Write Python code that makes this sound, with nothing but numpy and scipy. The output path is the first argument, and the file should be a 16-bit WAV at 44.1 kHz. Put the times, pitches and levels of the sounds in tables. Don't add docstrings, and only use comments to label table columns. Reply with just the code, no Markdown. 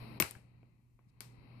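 import sys
import numpy as np
from scipy import signal
from scipy.io import wavfile

SR = 44100
rng = np.random.default_rng(int(sys.argv[2]) if len(sys.argv) > 2 else 0)


def ratio(d):
    e = np.asarray(d, float) / 20
    return 10 ** e


def int16_out(signal):
    q = np.round(np.clip(np.atleast_2d(signal).T, -1, 1) * 32767)
    wavfile.write(sys.argv[1], SR, q.astype(np.int16))


N = 70560

# time in seconds, gate level in dB.
GATE = [(0, -62), (0.179, -65), (0.199, -79.5), (.3, -80), (0.401, -82), (.5, -82), (0.651, -85.5),
        (.77, -90), (.95, -94.5), (1.119, -89), (1.201, -83), (1.23, -78), (1.349, -76), (1.45, -74),
        (1.6, -72)]
# frequency in Hz, share of the gate swing (ratio).
GATE_SHARE = [(60, 0.36), (200, 0.73), (600, 1.027), (2300, 0.91), (4200, 1.15), (11000, 1.6)]
# frequency in Hz, density in dB per Hz.
FAN_SPECTRUM = [(30, -21), (120, -14.5), (185, -10), (270, -14.5), (550, -24), (1100, -23), (1650, -38.5),
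                (2000, -29.5), (2300, -24), (2800, -32.5), (3200, -41),
                (3500, -49.5), (4250, -27.5), (5000, -41.5), (5600, -43.5), (6100, -70.5), (7000, -80.5),
            (7900, -67.5), (8500, -50.5), (9000, -44), (12000, -44), (14500, -47)]
# frequency in Hz, left minus right in dB.
FAN_PAN = [(340, 0), (550, 8), (1600, 8), (2200, 16), (2800, 13), (3400, 6), (4300, 13), (5500, 6),
           (8600, 14), (14000, 2)]
# frequency in Hz, left-right likeness (0 to 1).
FAN_LIKENESS = [(60, .3), (90, .8), (250, .75), (420, .35), (600, .05), (1000, 0)]
FAN_DB = -52
HISS_DB, HISS_LOW_HZ, HISS_DUCK = -87.5, 2980, 0.41
HUM_HZ, HUM_WIDTH_HZ, HUM_STEADY = 120, 14, 3.2
HUM_DB, HUM_GATE_SHARE, HUM_SIDE_DB = -52, 0.54, -13.5

# time in seconds, level in dB, width in seconds.
BUMPS = [
    (0.028, -47, 0.0052),
    (0.229, -55, 0.0063),
    (0.367, -45, 0.0024),
    (0.449, -59, 0.002),
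    (0.551, -52.5, 0.0021),
    (0.6314, -51.5, 0.001),
    (0.956, -60, 0.0045),
    (1.0718, -51.5, .0016),
    (1.392, -49, 0.0031),
]
BUMP_SWING, BUMP_RIGHT = 0.8, 0.16

COIN_HZ = (14445, 13580)
# left dB, right dB, left swell in seconds, right swell in seconds.
COIN = [
    (-18.5, -29, .0031, .002),
    (-29, -25, .002, .0019),
]
# time in seconds, upper mode in dB, lower mode in dB.
RINGS = [
    (.2012, 0, 0),
    (.2235, -34, -13),
    (1.2055, -36, -26),
]

# time in seconds, thud in dB, knock in dB, snap in dB, tick in dB.
TAPS = [
    (.2004, -33.5, -29.5, -31, -27.5),
    (.2228, -51.5, -32.5, -39.5, -34.5),
    (.3097, -74.5, -64.5, -64, -46.5),
    (.3517, -65, -66.5, -97, -82.5),
    (.6297, -66, -73.5, -93, -100),
    (.9906, -73.5, -74, -100, -100),
    (1.2056, -60.5, -50.5, -48, -46.5),
]
TAP_HZ = (150, 700, 950, 2700, 3300, 7300, 8500, 15000)
# frequency in Hz, left minus right in dB.
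TAP_PAN = [(170, 8), (700, 4), (1100, 3), (2000, 13), (3000, 10), (4300, 15), (6800, 20), (8600, 30),
           (10900, 13), (14000, 5)]
# frequency in Hz, left-right likeness (0 to 1).
TAP_LIKENESS = [(300, .7), (1000, .3), (1700, 0)]
CRACK_S, CRACK_RISE_S = 0.00052, 0.0003
THUD_CUT_HZ = 110

# frequency in Hz, level in dB, 60 dB decay in
# seconds.
TABLE = [(165, 0, 0.026), (325, -4, 0.049), (500, -5.5, .02), (780, -7.5, .015), (1146, -8.5, .015),
         (1500, -8.5, .012), (1800, -4, 0.0089), (2230, -0.5, 0.021), (2614, -4, .012),
         (4250, -2.5, 0.0049), (5140, -1, .007), (8900, 1, .005), (10750, -1.5, 0.0013),
         (14400, -2.5, .004)]
KNOCK_DB, MODE_SPREAD_DB = 5.5, 1.5
# time in seconds, level in dB, frequency in Hz,
# 60 dB decay in seconds.
SETTLE = [
    (.3517, -46, 1620, .016),
    (.6297, -55, 330, .018),
    (.6299, -62, 720, .012),
    (.9906, -58, 1070, .014),
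    (.9908, -62, 750, .014),
    (1.2035, -50, 220, .03),
    (1.2058, -55, 1070, .012),
]

# frequency in Hz, 60 dB decay in seconds.
TAIL_T60 = [(150, 0.4), (1000, 0.24), (4000, .31), (9000, .33), (14000, 0.25)]
# frequency in Hz, density in dB per Hz.
TAIL = [(150, -5), (600, -1.5), (1500, -7.5), (2600, -6.5), (3400, -15), (4300, -8), (6500, -17),
        (8600, -16.5), (11500, -19), (14000, -16)]
# frequency in Hz, left minus right in dB.
TAIL_PAN = [(400, 0), (1100, 2), (2400, 8), (3400, 4), (5400, 7), (6800, 13), (8600, 19), (10900, 8),
            (14000, 0)]
WET_DB = [1.5, -6, -29, 10.5, 0, 4.5, 3.5]
TAIL_DB, BUILD_S = -18.5, 0.004
EARLY_DB, EARLY_T60_S = -20, 0.036

# middle in seconds, length in seconds, level in dB.
RUB = (1.093, 0.032, -63.5)
# frequency in Hz, level in dB.
RUB_COLOUR = [(2000, -27), (4000, 5.5), (6000, -2.5), (7300, -9), (9000, -1), (12000, -21)]


def rms_one(x):
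    return x / np.sqrt(np.mean(x ** 2) + 1e-20)


def at_hz(points, hz):
    table_hz, values = np.array(points).T
    return np.interp(np.log(hz), np.log(table_hz), values)


def decay(clicks, t60):
    return signal.lfilter([1], [1, -ratio(-60 / (t60 * SR))], clicks + 1e-18)


def ring(clicks, hz, t60):
    r, w = ratio(-60 / (t60 * SR)), 2 * np.pi * hz / SR
    return signal.lfilter([0, np.sin(w)], [1, -2 * r * np.cos(w), r * r], clicks + 1e-18)


def train(s, gains):
    out = np.zeros(N)
    out[(np.asarray(s) * SR).astype(int)] = gains
    return out


def sides(pan_db):
    share = 1 / (1 + ratio(-pan_db))
    return 2 * np.array([[share], [1 - share]])


def noise_bank(layers, order):
    out = 0
    edges = 25 * 2 ** np.arange(0, 9.3, 1 / 4)
    white = rng.standard_normal((2, 2, N))
    for k, (low, high) in enumerate(zip(edges, edges[1:])):
        hz = np.sqrt(low * high)
        mid, side = white[k % 2]
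        pair = 0
        for envelope, alike, pan in layers(hz):
            c = np.clip(at_hz(alike, hz), 0, 0.98)
            stereo = np.sqrt(1 + c) * mid + np.sqrt(1 - c) * side * [[1], [-1]]
            pair = pair + stereo * envelope * sides(at_hz(pan, hz))
        band = signal.butter(order, [low, high], "band", fs=SR, output="sos")
        out = out + signal.sosfilt(band, pair)
    return out


def fan(gate):
    def layers(hz):
        level = at_hz(FAN_SPECTRUM, hz) + at_hz(GATE_SHARE, hz) * gate
        return [(ratio(level), FAN_LIKENESS, FAN_PAN)]
    flat = noise_bank(layers, order=3)
    opening_rms = np.sqrt(np.mean(flat[:, :SR // 6] ** 2))
    return ratio(FAN_DB) * flat / opening_rms


def hum(gate):
    t60 = np.log(1000) / np.pi / HUM_WIDTH_HZ
    noise = rng.standard_normal((2, N + SR))
    mid, side = (rms_one(ring(v, HUM_HZ, t60)[SR:]) for v in noise)
    steady = np.sin(2 * np.pi * HUM_HZ * np.arange(N) / SR)
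    mid = rms_one(mid + HUM_STEADY * steady)
    stereo = mid + ratio(HUM_SIDE_DB) * side * np.array([[1], [-1]])
    return ratio(HUM_DB + HUM_GATE_SHARE * gate) * stereo


def hiss(gate):
    high_pass = signal.butter(1, HISS_LOW_HZ, "high", fs=SR, output="sos")
    noise = signal.sosfilt(high_pass, rng.standard_normal((2, N)))
    return ratio(HISS_DB - HISS_DUCK * (gate + 29.5)) * noise


def room_noise():
    gate = np.interp(np.arange(N) / SR, *np.transpose(GATE)) - GATE[0][1]
    return fan(gate) + hum(gate) + hiss(gate)


def handling():
    t, out = np.arange(N) / SR, np.zeros(N)
    for s, db, width_s in BUMPS:
        x = (t - s) / width_s
        out -= ratio(db) * (1 - BUMP_SWING * x ** 2) * np.exp(-0.5 * x ** 2)
    return out * np.array([[1], [BUMP_RIGHT]])


def coin():
    t, out = np.arange(N) / SR, np.zeros((2, N))
    for k, (hz, (left_db, right_db, *swell_s)) in enumerate(zip(COIN_HZ, COIN)):
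        wave = np.sin(2 * np.pi * hz * t + np.array([[0], [2.1]]))
        for s, *db in RINGS:
            age = np.maximum(t - s, 0) / np.array(swell_s)[:, None]
            level = ratio(db[k] + np.array([[left_db], [right_db]]))
            out += 2 * level * age ** 2 * np.exp(-age) * wave
    return out


def tap_db(hz):
    return np.array([at_hz(list(zip(TAP_HZ, np.repeat(row[1:], 2))), hz) for row in TAPS])


def knock(s, gains, hz, t60):
    soft = signal.butter(2, hz * 1.5, fs=SR, output="sos")
    return sides(at_hz(TAP_PAN, hz)) * signal.sosfilt(soft, ring(train(s, gains), hz, t60))


def table_top():
    s, out = np.transpose(TAPS)[0], 0
    chance = MODE_SPREAD_DB * rng.standard_normal((len(s), len(TABLE)))
    for k, (hz, db, t60) in enumerate(TABLE):
        gains = ratio(tap_db(hz) + db + KNOCK_DB + chance[:, k]) * (-1) ** k
        out = out + knock(s, gains, hz, t60)
    for at, db, hz, t60 in SETTLE:
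        out = out + knock([at], ratio(db), hz, t60)
    return out


def crack_and_room():
    s = np.transpose(TAPS)[0]
    middle_s, length_s, rub_db = RUB
    rub = np.cos(np.pi * np.clip((np.arange(N) / SR - middle_s) / length_s, -0.5, 0.5))

    def layers(hz):
        g = ratio(tap_db(hz))
        crack = decay(decay(train(s, g), 7 * CRACK_S), 7 * CRACK_RISE_S)
        crack = np.sqrt(SR / hz) * crack * 2 / (CRACK_RISE_S * SR)
        clicks = train(s, g * ratio(np.array(WET_DB))) * ratio(at_hz(TAIL, hz) + 19.5)
        tail = ratio(TAIL_DB) * decay(clicks, at_hz(TAIL_T60, hz))
        tail = tail + ratio(EARLY_DB) * decay(clicks, EARLY_T60_S)
        tail = decay(tail, 7 * BUILD_S) / (BUILD_S * SR)
        tail = tail + ratio(rub_db - 16.5 + at_hz(RUB_COLOUR, hz)) * rub
        return (crack, TAP_LIKENESS, TAP_PAN), (tail, TAP_LIKENESS, TAIL_PAN)
    return noise_bank(layers, order=2)


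def contacts():
    high_pass = signal.butter(3, THUD_CUT_HZ, "high", fs=SR, output="sos")
    return signal.sosfilt(high_pass, crack_and_room() + table_top())


def scene():
    return room_noise() + handling() + coin() + contacts()


def roll_off(x):
    return signal.sosfilt(signal.butter(12, 15800, fs=SR, output="sos"), x)


def record(dry):
    low_pass = signal.cheby2(10, 50, 15550, fs=SR, output="sos")
    return roll_off(signal.sosfilt(low_pass, dry))


dry = scene()
out = record(dry)
int16_out(out)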